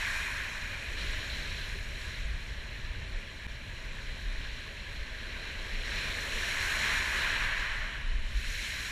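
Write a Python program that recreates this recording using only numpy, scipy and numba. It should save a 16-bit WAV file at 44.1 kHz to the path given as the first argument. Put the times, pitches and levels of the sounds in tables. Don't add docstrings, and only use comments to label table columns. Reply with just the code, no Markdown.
import sys
import numpy as np
from scipy import signal
from scipy.fft import rfft, irfft, next_fast_len
from scipy.io import wavfile
from scipy.ndimage import uniform_filter1d
from numba import njit

SR = 44100
rng = np.random.default_rng(int(sys.argv[2]) if len(sys.argv) > 2 else 0)


def gain_from_db(level_db):
    decades = np.asarray(level_db, float) / 20
    return 10 ** decades


def to_wav(sig):
    pcm = np.clip(np.atleast_2d(sig), -1, 1) * 32767
    pcm = np.round(pcm).astype(np.int16)
    wavfile.write(sys.argv[1], SR, pcm.T)


N = 392931


def unit(x):
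    return x / np.sqrt(np.mean(x ** 2))


def colour(table):
    hz, db = np.transpose(table)
    return lambda f: np.interp(np.log(f), np.log(hz), db)


def tint(x, db_of_hz):
    size = next_fast_len(N)
    hz = np.maximum(np.arange(size // 2 + 1) * SR / size, 1)
    return irfft(rfft(x, size) * gain_from_db(db_of_hz(hz)), size)[..., :N]


def walk(rate_hz):
    hold = int(SR / rate_hz)
    steps = np.repeat(rng.standard_normal(N // hold + 1), hold)
    smooth = uniform_filter1d(uniform_filter1d(steps, hold), hold)
    return unit(smooth[:N])


def swells(s, db, rise, fall):
    hop = 64
    since = np.arange(0, N + hop, hop)[:, None] / SR - s
    bells = np.exp(-(since / np.where(since < 0, rise, fall)) ** 2)
    power = (gain_from_db(2 * db) * bells).sum(axis=1)
    return np.interp(np.arange(N), hop * np.arange(len(power)), power)


@njit
def ring(start, turn, fade, glide, size, n):
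    out = np.zeros(n)
    for k in range(len(start)):
        z, w, i = size[k] + 0j, turn[k], start[k]
        while abs(z) > .005 * size[k] and i < n:
            out[i] += z.imag
            z *= fade[k] * np.exp(1j * w)
            w *= glide[k]
            i += 1
    return out


def grains(count, low_hz, high_hz, cycles, rise, scatter_db):
    moment, pitch, luck = rng.random((count, 3)).T
    hz = low_hz + (high_hz - low_hz) * pitch
    life = cycles * SR / hz
    size_db = np.minimum(-scatter_db * np.log(1 - luck), 15)
    size = gain_from_db(size_db) / np.sqrt(life)
    start = (moment * N).astype(np.int64)
    turn = 2 * np.pi * hz / SR
    glide = (1 + rise) ** (1 / life)
    return unit(ring(start, turn, np.exp(-1 / life), glide, size, N))


# (crest time [s], level [dB], rise [s], fall [s])
SURGES = [
    (-.1, -38.5, .2, 0.58),
    (1.29, -51, 0.44, 0.59),
    (5.41, -49.5, .21, 0.26),
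    (5.95, -43.5, 0.074, 0.35),
    (6.6, -42, 0.28, 0.11),
    (6.92, -33.5, .28, 0.1),
    (7.25, -34.5, .2, 0.34),
    (7.65, -39, 0.31, 0.27),
    (8.85, -48, .15, .3),
]
# (crest time [s], level [dB], rise [s], fall [s])
LANDINGS = [
    (.985, -47.5, .012, 0.5),
    (1.55, -53, 0.085, 0.14),
    (2.08, -51, .08, 0.17),
    (4.48, -56.5, .17, .47),
    (5.86, -49, 0.038, .12),
    (6.0, -46, 0.089, .13),
    (6.42, -55, 0.07, .12),
    (6.89, -42.5, .08, 0.07),
    (7.18, -44, .02, .13),
    (8.54, -49, 0.18, .58),
]
# (crest time [s], level [dB], rise [s], fall [s])
FOAM = [
    (-0.11, -49, 0.2, 0.43),
    (1.06, -58, 0.61, 0.96),
    (4.25, -67, 0.47, 0.34),
    (6.02, -61.5, 0.68, 0.14),
    (6.77, -46.5, 0.47, 0.36),
    (7.21, -52.5, 0.11, 0.26),
    (8.66, -49.5, 0.21, 0.54),
]
# (crest time [s], level [dB], rise [s], fall [s])
BREAKERS = [
    (1.21, -56, 0.5, 0.64),
    (3.0, -62, 0.61, 0.31),
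    (4.35, -60.5, 0.5, 0.48),
    (6.24, -53.5, 0.89, 0.32),
    (7.06, -54.5, 0.9, 0.48),
]
SURGE_DB = [-31, -22.5, -9.5, 0.5, -6, -12, -19.5, -29.5]
LANDING_DB = [-10, -25, -17.5, .8, 0, -0.5, -10, -19.5]
FOAM_DB = [-22, -19.5, -20, 3, 4.5, -0.9, 0.5, -7]
BREAKER_DB = [-4, -0.5, -9.5, 4.5, 5, 4.1, -9.5, -31.5]
SEA_DB = [-57, -62, -60.5, -51.5, -51, -56.5, -63.5, -71.5]


def water_db():
    kinds = [(SURGES, SURGE_DB), (LANDINGS, LANDING_DB), (FOAM, FOAM_DB), (BREAKERS, BREAKER_DB)]
    power = 0
    for events, band_db in kinds:
        power = power + gain_from_db(2 * np.array(band_db))[:, None] * swells(*np.transpose(events))
    brief_lift_db = 0.5 * swells(8.2, 0, 0.19, 0.2)
    shore_db = np.array(SEA_DB)[:, None] + brief_lift_db
    return 10 * np.log10(gain_from_db(2 * shore_db) + power)


# (frequency [Hz], width [Hz], level [dB])
HOUSING = [(318, 69, -4.5), (558, 21, 5.5), (640, 83, 5.5), (720, 60, -4.5), (794, 110, -3.5),
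           (1025, 230, 4.5), (1297, 310, -3.5), (1655, 410, 7.5), (2400, 180, 2.5), (3070, 87, 1.5),
           (3510, 320, -1.5), (4050, 350, 7.5), (4804, 340, -9), (5700, 210, 5), (6290, 270, -4),
           (6830, 430, 5), (7190, 200, -9), (7290, 650, 3), (8820, 450, -4.5), (9860, 390, -5),
           (10500, 900, 2), (11700, 600, -4.5)]


def housing(hz):
    return sum(db / (1 + (2 * (hz - f) / width) ** 2) for f, width, db in HOUSING)


# (frequency [Hz], level [dB])
SURF_COLOUR = [(60, -4), (150, -19), (400, -12), (1000, -11), (2000, -3), (3500, -13.5), (5500, -24),
               (8000, -32.5), (11000, -36), (15000, -44.5)]
# (low edge [Hz], high edge [Hz])
ZONES = [(140, 300), (400, 720), (850, 1350), (1450, 2150), (2250, 3200), (3600, 4600), (5100, 8300),
         (9000, 14000)]


def surf():
    bubbles = grains(count=30000, low_hz=300.7, high_hz=8970, cycles=8.6, rise=0.0513, scatter_db=2.5)
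    ticks = grains(count=40000, low_hz=2550, high_hz=14800, cycles=0.78, rise=0, scatter_db=1.5)
    water = rng.standard_normal(N) + gain_from_db(-8) * bubbles + gain_from_db(-9) * ticks
    size = next_fast_len(N)
    hz = np.maximum(np.arange(size // 2 + 1) * SR / size, 1)
    sound = rfft(water, size) * gain_from_db(colour(SURF_COLOUR)(hz) + housing(hz))
    power = 2 * np.abs(sound) ** 2 / size / N
    lift_db = []
    for db, (low, high) in zip(water_db(), ZONES):
        lift_db.append(db - 10 * np.log10(power[(hz > low) & (hz < high)].sum()))
    middles = np.log2(np.sqrt(np.prod(ZONES, axis=1)))
    out, shared, before = 0, walk(18), walk(25)
    for octave in np.arange(6, 14.1, 1 / 3):
        place = np.interp(octave, middles, np.arange(len(ZONES)))
        k = min(int(place), len(ZONES) - 2)
        db = lift_db[k] + (place - k) * (lift_db[k + 1] - lift_db[k])
        own = walk(25)
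        fine = np.clip((octave - 10) / 5.5, 0, 1)
        db = db + (0.072 + 0.25 * fine) * shared
        db = db + (0.35 + 0.27 * fine) * (own + before)
        before = own
        share = np.clip(1 - 3 * np.abs(np.log2(hz) - octave), 0, 1)
        out = out + gain_from_db(db) * irfft(sound * share, size)[:N]
    return out


# (time [s], level [dB], centre [Hz], rise [s], fall [s])
SPLASHES = [(.02, -41.5, 2400, 0.037, 0.52), (.62, -44.5, 2400, .05, 0.41), (.975, -47, 3150, .004, .1),
            (.977, -47, 4050, .006, .12), (1.291, -40, 4020, .01, 0.048), (5.9, -42, 2400, .05, .3),
            (6.3, -49, 5700, .05, .3), (6.65, -49, 2400, .08, 0.23), (7.0, -46, 3000, 0.12, 0.9),
            (7.953, -62, 8000, 0.00084, .004), (8.368, -50, 5700, .002, .006),
            (8.44, -56, 7000, .001, .004), (6.97, -45, 1000, .03, .12), (7.7, -44, 2120, .05, 0.22),
            (2.25, -61, 720, .05, .2), (5.84, -55, 5700, .006, .15)]


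def splashes():
    out = np.zeros(N)
    for s, db, hz, rise, fall in SPLASHES:
        width_hz = hz / 13 + 1.7 / rise
        edges_hz = [hz - width_hz / 2, hz + width_hz / 2]
        band = signal.butter(2, edges_hz, "band", fs=SR, output="sos")
        spray = unit(signal.sosfilt(band, rng.standard_normal(N)))
        since = np.maximum(np.arange(N) / SR - s, 0)
        out += gain_from_db(db) * spray * (1 - np.exp(-since / rise)) * np.exp(-since / fall)
    return out


# (time [s], slow buffet level [dB], faster flutter level [dB], rise and fall [s])
GUSTS = [(.12, -41, -51, 0.056), (.38, -44.5, -47.5, .08), (.65, -43, -50, 0.19), (1.08, -40, -47, .14),
         (1.5, -40, -43.5, .2), (1.95, -47.5, -45, .12), (2.268, -40, -42, 0.086), (2.55, -43, -43.5, 0.18),
         (3.0, -46, -42.5, 0.14), (3.72, -52, -44.5, 0.077), (3.9, -41, -60, 0.069),
         (4.25, -41.5, -52, 0.25), (5.0, -40, -46, .08), (5.25, -48, -53, .07), (5.75, -39, -55, .2),
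         (6.12, -43, -47, 0.057), (6.36, -36, -52, 0.049), (6.62, -39, -46, .08), (6.93, -40.5, -48, .12),
         (7.4, -38, -50, .11), (7.75, -38, -47.5, 0.11), (8.17, -38, -41.5, 0.15), (8.499, -39, -52, 0.11)]
# (frequency [Hz], level per Hz [dB])
WIND_COLOUR = [(4.7, -33), (8.0, -3), (27, 7), (39, 4), (61, -0.5), (155, -16), (200, -33.5), (260, -50),
               (440, -120)]
# (time [s], peak level [dB], swing rate [Hz], length [swings], push +1 or pull -1)
SLAPS = [(.889, -31, 55, 0.55, -1), (1.099, -28, 45, 0.5, 1), (2.209, -29, 38, 0.6, 1),
         (2.255, -28, 39, 0.5, 1), (2.314, -27.5, 50, 0.84, 1), (2.91, -29.5, 51, 0.61, -1),
         (3.167, -27.5, 30, 0.75, -1), (3.466, -30.5, 41, 0.28, -1), (4.271, -28, 35, 0.75, 1),
         (4.386, -29, 25, 0.43, -1), (5.002, -32, 28, 0.57, -1), (5.026, -31, 45, .7, 1),
         (8.094, -24.5, 27.6, 1.24, -1), (8.156, -23, 40, 0.92, 1), (8.188, -29, 45, 0.54, 1),
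         (8.213, -28.5, 20, 0.57, -1), (8.243, -33, 26, .5, 1), (8.263, -28.5, 34, 0.71, -1),
         (8.366, -21, 42.6, 0.86, 1), (8.478, -28, 25, 0.58, 1)]


def wind():
    s, buffet_db, flutter_db, length = np.transpose(GUSTS)
    buffet = np.sqrt(gain_from_db(2 * -46) + swells(s, buffet_db, length, length))
    flutter = np.sqrt(gain_from_db(2 * -49.5) + swells(s, flutter_db, length, length))
    air = tint(rng.standard_normal(N), colour(WIND_COLOUR))
    low = tint(air, colour([(44, -0.5), (62, -35)]))
    gusts = buffet * unit(low) + flutter * unit(air - low)
    calm, slaps = np.ones(N), np.zeros(N)
    for s, db, hz, swings, push in SLAPS:
        turns = (np.arange(N) / SR - s) * hz
        calm *= 1 - 0.49 * np.exp(-(turns / (1.5 * swings)) ** 2)
        slaps += push * gain_from_db(db) * np.exp(-(turns / swings) ** 2) * np.cos(2 * np.pi * turns)
    return gusts * calm + slaps


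def scene():
    return np.tile(surf() + splashes() + wind(), (2, 1))


BAND_EDGES_HZ = [7600, 8300, 8800, 9300, 9800, 10300, 10800, 11300, 11700, 12100, 12500, 12900, 13300,
                 13700, 14100, 14500, 22050]
# (frequency [Hz], level re centre [dB])
SIDE_COLOUR = [(25, -27), (70, -28), (250, -11.5), (1000, -19.5), (4000, -14.5), (8000, -11), (11500, -8),
               (14000, -8)]


def camera_treble_loss(x):
    frame = dict(window="cosine", nperseg=2048, noverlap=1024)
    scatter_db = 1.2
    hz, s, cells = signal.stft(x, SR, **frame)
    power = np.abs(cells) ** 2
    floor_db = 6 * np.log10(power[hz < 100].sum(axis=0) + 1e-12) - 79
    floor_db += 1.1 * scatter_db * rng.standard_normal(len(s))
    for k, (low, high) in enumerate(zip(BAND_EDGES_HZ, BAND_EDGES_HZ[1:])):
        band = (hz >= low) & (hz < high)
        limit = gain_from_db(2 * (floor_db + .02 * k + scatter_db * rng.standard_normal(len(s))))
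        loud_band = power[band].mean(axis=0) > limit
        loud_lines = power[band] > limit / 2
        cells[band] *= loud_band * loud_lines * (high < SR / 3)
    runs = uniform_filter1d(rng.standard_normal(len(s)), size=2)
    patches = np.repeat(rng.random((len(hz) // 24 + 1, len(s))), 24, axis=0)[:len(hz)]
    split = np.where(runs < np.quantile(runs, .45), patches < .7, patches < .08)
    side = split * gain_from_db(colour(SIDE_COLOUR)(hz + 1))[:, None]
    error = side * np.exp(2j * np.pi * rng.random(cells.shape))
    both = cells + np.abs(cells) * error * np.array([1, -1])[:, None, None]
    return signal.istft(both, SR, **frame)[1][:, :N]


def roll_off(x):
    return signal.sosfilt(signal.butter(12, 14600, fs=SR, output="sos"), x)


def record(dry):
    stop_s, fade_s = 3.4677, .018
    since = np.arange(N) / SR - stop_s
    fade = np.where(since < 0, 1, np.clip(since / fade_s, 0, 1))
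    mix = camera_treble_loss(dry[0]) * fade
    return roll_off(mix)


dry = scene()
out = record(dry)
to_wav(out)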